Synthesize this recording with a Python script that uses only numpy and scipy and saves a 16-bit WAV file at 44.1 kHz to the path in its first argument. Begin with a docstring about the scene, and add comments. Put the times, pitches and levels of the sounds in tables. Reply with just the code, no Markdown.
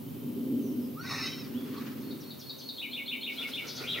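"""A pasture edged by a hedge and trees, in stereo; low wind rumbles throughout over a faint hiss.
Faint birds call far off to the right. Across the grass a horse squeals: a thin rising tone in its
throat breaks under strain into a harsh scream, clears and falls away. It grunts, and the horses
scuffle in long grass. Nearer the microphone a finch sings from the hedge in gliding whistles (four
slurs, a trill, two buzzes, a flourish). The trees scatter every voice back."""
import sys
import numpy as np
from scipy import signal
from scipy.fft import rfft, irfft, next_fast_len
from scipy.io import wavfile
from scipy.ndimage import uniform_filter1d, map_coordinates

SR = 44100
rng = np.random.default_rng(int(sys.argv[2]) if len(sys.argv) > 2 else 0)


def dump_mix(stems):
    """Bounce the given channels to the path in sys.argv[1] as a 16-bit WAV at rate SR."""
    frames = np.atleast_2d(stems).T  # one column per channel
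    limited = np.clip(frames, -1, 1)  # hard clip at full scale
    pcm = np.round(limited * 32767).astype(np.int16)
    wavfile.write(sys.argv[1], SR, pcm)


N = 176400

# Levels in the tables are relative; each source applies its own gains on top.
# Gusts at the microphone, roar and rumble: time_s, level_db
ROAR_GUSTS = [(0, -45), (.6, -30), (.88, -36.5), (1.02, -43.5), (1.25, -43.5), (1.65, -36.5), (1.9, -41),
              (2.12, -38), (2.45, -52), (3.2, -49), (4, -49.5)]
RUMBLE_GUSTS = [(0, -45.5), (1.7, -48.5), (2.3, -51), (2.7, -61), (3.4, -62.5), (4, -47)]
# Spectra of the gusts, the treetop breeze and the hiss: frequency_hz, level_db
ROAR_COLOUR = [(140, -67), (200, -13.5), (248, 1), (285, -6), (350, -17), (400, -11.5), (460, -26.5),
               (520, -23), (700, -47), (3000, -88)]
RUMBLE_COLOUR = [(20, -40), (55, -41), (95, -6.5), (143, 4), (220, -9.5), (400, -52)]
BREEZE_COLOUR = [(60, -20.5), (150, -2.5), (540, -3), (800, -12.5), (2500, -36)]
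HISS_COLOUR = [(100, -64), (900, 8.5), (1800, -1), (3000, 4), (7500, -5.5), (9500, -1.5), (11800, 1.5),
               (13000, 7.5)]
# How long the trees take to fall 60 dB: frequency_hz, decay_s
TREE_DECAY = [(2000, 0.39), (12000, 1)]

# Far birds' syllables, one list per note: offset_s, base_pitch_hz, level_db
THIN_NOTES = [
    [(-.03, 6550, -1), (.06, 5590, 2)],
]
ARCH_NOTES = [
    [(-.045, 2700, -1), (-.01, 3350, 1), (.035, 3470, -2)],
]
TWITTER_NOTES = [
    [(-.002, 3126, 1.1), (.018, 3010, 2)],
]
# When they call: time_s, level_db, pitch_factor
THIN_CALLS = [(.645, -63, 0.98), (0.821, -65.5, 0.85)]
ARCH_CALLS = [(1.58, -55.5, 0.99)]

# The squeal's tone: time_s, pitch_hz, level_db
SQUEAL_TONE = [(.945, 1054, -75), (.975, 1240, -47.5), (1.005, 1422, -50), (1.045, 1558, -50.5),
               (1.12, 1307, -60), (1.27, 1294, -43), (1.325, 1359, -71), (1.365, 1379, -59),
               (1.40, 1323, -53), (1.455, 1159, -54)]
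# Its harmonics 1-4: early_db, late_db
SQUEAL_HARMONICS = [(0, -13), (-19, -8), (-4, -5), (-10, -2.5)]
# Its harsh middle: time_s, level_db
SCREAM_LEVEL = [(1.0, -63), (1.055, -48), (1.09, -38), (1.16, -36.5), (1.21, -38.5), (1.27, -38.5),
                (1.335, -44.5), (1.5, -62.5)]
# Resonances of the horse's throat: early_hz, late_hz, width_hz, early_db, late_db
THROAT_RESONANCES = [(1120, 1300, 560, -.5, -8), (1935, 1985, 150, 1.5, -2), (2380, 2420, 600, -1, -2),
                     (2620, 3120, 300, -16, -2.5), (3830, 3850, 170, -3, -.5),
                     (4330, 4390, 320, -2.5, -2.5), (5350, 5370, 400, -1, 3.5), (5950, 6150, 750, -9, -10)]
# Rasping breath in the scream: frequency_hz, level_db
RASP_COLOUR = [(250, -9), (400, 2), (780, -2), (2300, 1.5), (3200, -22), (3600, 5), (6300, -4),
               (7500, -16.5), (9700, -12), (15000, -35)]

# Grass as the horses scuffle, grass as they part, and the grunt: time_s, level_db
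SCUFFLE_LEVEL = [(1.35, -61), (1.8, -51), (2.1, -59), (2.7, -75)]
PARTING_LEVEL = [(3.3, -56), (3.42, -55), (4, -51.5)]
GRUNT_LEVEL = [(1.68, -75), (1.78, -47), (1.84, -66)]
# Spectra of the same three: frequency_hz, level_db
SCUFFLE_COLOUR = [(300, -19), (1200, 5), (2200, 0), (4500, -4), (7000, -13), (15000, -74)]
PARTING_COLOUR = [(300, -5), (1000, -3), (5000, 4), (7500, -11.5), (10000, -5), (15000, -12)]
GRUNT_SPECTRUM = [(700, -20), (1150, 9.5), (1600, -25), (4400, -4), (6500, -32)]

# The finch's syllables, one list per note: offset_s, base_pitch_hz, level_db
SLUR_NOTES = [
    [(-.108, 6700, -10), (-.092, 5210, -8), (-.07, 3314, -9.5)],
    [(-.07, 4303, -12), (-.035, 4358, -5.5), (-.008, 4280, -11)],
    [(-.004, 5140, 7), (0, 4160, 6), (.005, 3890, 1.5), (.016, 3850, -12)],
]
TRILL_NOTES = [
    [(-.021, 3550, -12), (-.016, 4100, -6), (.002, 4100, -11)],
    [(-.01, 3000, -13), (.001, 3200, -8), (.003, 3330, 5), (.012, 3700, 0), (.046, 3480, -10)],
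    [(.031, 2220, -6), (.049, 2980, 5), (.055, 2450, -1), (.066, 2260, 3), (.081, 2150, -4)],
]
BUZZ_NOTES = [
    [(-.018, 4960, 3), (-.008, 6000, -5), (.005, 4700, 4), (.038, 4180, -7)],
]
FLOURISH_NOTES = [
    [(-.065, 2577, 3.5), (-.045, 2136, -21), (-.018, 3440, -3), (.03, 3790, -2.5), (.05, 2660, -6),
     (.07, 2086, -11), (.1, 1980, -6)],
]
# When it sings them: time_s, level_db, pitch_factor
SLUR_CALLS = [(2.11, -50, 0.94), (2.309, -43.5, 0.93), (2.499, -39, 0.95), (2.692, -36.5, 0.93)]
TRILL_CALLS = [(2.782, -38.5, 1.03), (2.93, -37, 1.01), (3.078, -36, 1.02), (3.229, -35, 1.015),
               (3.382, -35.5, .99), (3.533, -36.5, 1)]
BUZZ_CALLS = [(3.686, -40, 0.93), (3.769, -40.5, 0.94)]
FLOURISH_CALLS = [(3.899, -29.5, 1)]

# Hooves scuffing through the grass: peak_s, level_db
HOOF_STEPS = [(3.41, -47), (3.492, -52), (3.657, -45), (3.818, -40), (3.981, -41.5)]
# Their spectrum: frequency_hz, level_db
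HOOF_COLOUR = [(130, -14), (420, 7.5), (780, -8), (1200, -7.5), (1400, 6.5), (1660, -11.5), (2100, -3),
               (10000, -32)]


def amp(db):
    return 10 ** (np.asarray(db) / 20)


def unit(x):
    return x / np.sqrt(np.mean(x ** 2) + 1e-20)


def along(points, hz):
    """Read (frequency_hz, value) points on a log frequency axis."""
    frequencies, values = np.transpose(points)
    return np.interp(np.log(hz + 1), np.log(frequencies + 1), values)


def curves(rows):
    """One value per sample for each column after the time."""
    times, *columns = np.transpose(rows)
    return [np.interp(np.arange(N) / SR, times, column) for column in columns]


def during(rows):
    """A gate open from the first row's time to the last."""
    t = np.arange(N) / SR
    return uniform_filter1d(1. * ((t >= rows[0][0]) & (t <= rows[-1][0])), size=128)


def wobble(rate):
    """A smooth random curve, rate knots a second."""
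    return map_coordinates(rng.standard_normal(int(N * rate / SR) + 4), [np.arange(N) * rate / SR])


def filtered(x, response):
    """Shape x by a frequency response."""
    size = next_fast_len(N + SR // 2)
    return irfft(rfft(x, size) * response(np.fft.rfftfreq(size, 1 / SR)), size)[..., :N]


def stereo(mid, side, side_db):
    """Mid and side to left and right."""
    return np.array([mid + amp(side_db) * side, mid - amp(side_db) * side])


def rush(colour, side_db):
    """Coloured stereo noise of rms 1."""
    mid, side = filtered(rng.standard_normal((2, N)), lambda hz: amp(along(colour, hz)))
    return unit(stereo(mid, side, side_db))


def outdoors(x, near_db, near_s, far_db, side_db, pan_db):
    """Paths to the microphone: direct, off nearby leaves, off the trees. Positive pan is left."""
    hz, t, spectrum = signal.stft(rng.standard_normal((2, SR // 2)), SR, nperseg=256)
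    decay = amp(-60 * t / along(TREE_DECAY, hz)[:, None])
    trees = signal.istft(spectrum * decay, SR, nperseg=256)[1]
    t = np.arange(trees.shape[1]) / SR
    leaves = rng.standard_normal(trees.shape) * t * np.exp(-2 * t / near_s)
    near = amp(near_db) * leaves / np.linalg.norm(leaves[0])
    far = amp(far_db) * trees / np.linalg.norm(trees[0])
    mid, side = near + far
    mid[0] += 1  # the direct sound
    paths = stereo(mid, side, side_db) / np.linalg.norm(mid)
    return signal.fftconvolve(x[None], paths, axes=1)[:, :N] * amp([[pan_db / 2], [-pan_db / 2]])


def wind(breeze_db=-51.5):
    """Gusts swell a hollow roar and a deeper rumble; a steady breeze spreads wide in the treetops."""
    roar = amp(curves(ROAR_GUSTS)[0]) * rush(ROAR_COLOUR, side_db=-15)
    rumble = amp(curves(RUMBLE_GUSTS)[0]) * rush(RUMBLE_COLOUR, side_db=-8)
    return roar + rumble + amp(breeze_db) * rush(BREEZE_COLOUR, side_db=6)


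def hiss(level_db=-50.5):
    """A faint, even hiss behind everything."""
    return amp(level_db) * rush(HISS_COLOUR, side_db=-5.5)


def bird(notes, calls, buzz_hz=150, buzz=0., rough=.0021, scatter_db=1.2):
    """Each call whistles the same gliding notes; a fast flutter of pitch makes them buzz or rasp."""
    song = np.zeros(N + SR)
    flutter = 1 + buzz * np.sin(2 * np.pi * buzz_hz * np.arange(N) / SR) + rough * wobble(700)
    for time_s, call_db, pitch_factor in calls:
        for note in notes:
            offsets, hz, note_db = np.transpose(note)
            span = np.arange(max(int((time_s + offsets[0]) * SR), 0), int((time_s + offsets[-1]) * SR))
            t = span / SR - time_s
            pitch = pitch_factor * np.interp(t, offsets, hz) * flutter[span % N]
            phase = 2 * np.pi * np.cumsum(pitch) / SR
            whistle = np.sqrt(2) * (np.sin(phase) + amp(-38) * np.sin(2 * phase))
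            level = amp(call_db + rng.normal(0, scatter_db) + np.interp(t, offsets, note_db))
            song[span] += level * signal.windows.tukey(len(span), .1) * whistle
    return song[:N]


def far_birds(start_s=.075, gap_s=.065, twitter_db=-65):
    """Deep in the trees to the right: an even twitter, two thin falling whistles, an arched call."""
    thin = bird(THIN_NOTES, THIN_CALLS, rough=.021)
    arch = bird(ARCH_NOTES, ARCH_CALLS, rough=.025)
    twitter = bird(TWITTER_NOTES, [(start_s + k * gap_s, twitter_db, 1) for k in range(12)])
    return outdoors(thin + arch + twitter, near_db=-17, near_s=.009, far_db=1, side_db=-7, pan_db=-5.5)


def horse_squeal():
    """A whistling tone sweeps through the throat's gliding resonances and turns chaotic under strain."""
    jitter, strain_jitter = .011, .025  # shares of the pitch
    wander_hz, surge_db, shimmer_db, knots_per_s = 50, 2.8, 3.5, 45
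    leak, rasp_db = .3, -7.5  # leak: share of the tone that passes between resonances
    pitch, tone_db = curves(SQUEAL_TONE)
    scream = amp(curves(SCREAM_LEVEL)[0]) * during(SCREAM_LEVEL)
    strain = scream / scream.max()
    overtones_in, = curves([(.983, 0), (1.008, 1)])
    throat_change, = curves([(1.13, 0), (1.29, 1)])
    shift = lambda early, late: early + (late - early) * throat_change
    phasor = lambda hz: np.exp(2j * np.pi * np.cumsum(hz) / SR)
    bell = lambda offset, width: 1 / (1 + (2 * offset / width) ** 2)
    throat = []
    for early_hz, late_hz, width, early_db, late_db in THROAT_RESONANCES:
        centre = shift(early_hz, late_hz) + wander_hz * wobble(knots_per_s)
        throat.append((centre, width, amp(shift(early_db, late_db))))
    cycle = phasor(pitch * (1 + jitter * wobble(250) + strain_jitter * strain * wobble(600)))
    tone = ringing = 0
    for k, levels in enumerate(SQUEAL_HARMONICS, 1):
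        passed = leak + sum(gain * bell(k * pitch - centre, width) for centre, width, gain in throat)
        level = amp(shift(*levels) + shimmer_db * wobble(knots_per_s))
        tone += (overtones_in if k > 1 else 1) * passed * level * (cycle ** k).imag
    for centre, width, gain in throat:  # each resonance carries its own surging band of noise
        real, imag = filtered(rng.standard_normal((2, N)), lambda hz: bell(hz, 2 * width) ** 4)
        band = unit(((real + 1j * imag) * phasor(centre)).real)
        ringing += gain * amp(surge_db * wobble(knots_per_s)) * band
    puffs = rng.standard_normal(N) * (1 + cycle.real)  # breath pulsing at the pitch
    rasp = unit(filtered(puffs, lambda hz: amp(along(RASP_COLOUR, hz))))
    harsh = (unit(ringing) + amp(rasp_db) * rasp) * amp(2.2 * wobble(220))
    return 2 * tone * amp(tone_db) * during(SQUEAL_TONE) + scream * harsh


def grass(levels, colour, flicker_db=1.9):
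    """Long grass rustles unevenly as the horses push through it."""
    level = amp(curves(levels)[0] + flicker_db * wobble(50)) * during(levels)
    return level * rush(colour, side_db=-5)


def horse_grunt(flutter_db=1.8):
    """A hoarse, fluttering puff through the throat."""
    level = amp(curves(GRUNT_LEVEL)[0] + flutter_db * wobble(120)) * during(GRUNT_LEVEL)
    return level * rush(GRUNT_SPECTRUM, side_db=-2)[0]


def finch(echo_s=.02, echo_db=-14):
    """One whistled song from just left of centre, with a first echo off the hedge."""
    flick, whistle, hook = SLUR_NOTES
    same_pitch_calls = [(time_s, level_db, 1) for time_s, level_db, _ in SLUR_CALLS]
    song = bird([flick], SLUR_CALLS, rough=.069) + bird([hook], SLUR_CALLS)
    song += bird([whistle], same_pitch_calls, rough=.0014)
    song += bird(TRILL_NOTES, TRILL_CALLS, rough=.022)
    song += bird(BUZZ_NOTES, BUZZ_CALLS, buzz_hz=255, buzz=.18, rough=.085)
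    song += bird(FLOURISH_NOTES, FLOURISH_CALLS, buzz_hz=116.1, buzz=.08, rough=.019)
    echo = amp(echo_db) * filtered(song, lambda hz: np.exp(-2j * np.pi * hz * echo_s))
    return outdoors(song + echo, near_db=1.5, near_s=.018, far_db=1.5, side_db=-8.5, pan_db=1.2)


def hooves(rise_s=.029, fall_s=.052):
    """Each scuffing step swells quickly and dies away in the grass."""
    t = np.arange(N) / SR
    steps = 0
    for peak_s, level_db in HOOF_STEPS:
        steps += amp(level_db) * np.exp(-np.maximum((peak_s - t) / rise_s, (t - peak_s) / fall_s))
    return steps * rush(HOOF_COLOUR, side_db=-6.5)


def scene():
    """The pasture from the microphone's position, the horse almost straight ahead."""
    voice = horse_squeal() + horse_grunt()
    horse = outdoors(voice, near_db=-5, near_s=.013, far_db=-15, side_db=-6, pan_db=-.5)
    surroundings = finch() + far_birds() + wind()
    rustle = grass(SCUFFLE_LEVEL, SCUFFLE_COLOUR) + grass(PARTING_LEVEL, PARTING_COLOUR)
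    return horse + surroundings + rustle + hooves() + hiss()


def record(dry):
    """The recorder keeps nothing above its band limit."""
    top_hz = 15800
    return filtered(dry, lambda hz: hz < top_hz)


dry = scene()
out = record(dry)
dump_mix(out)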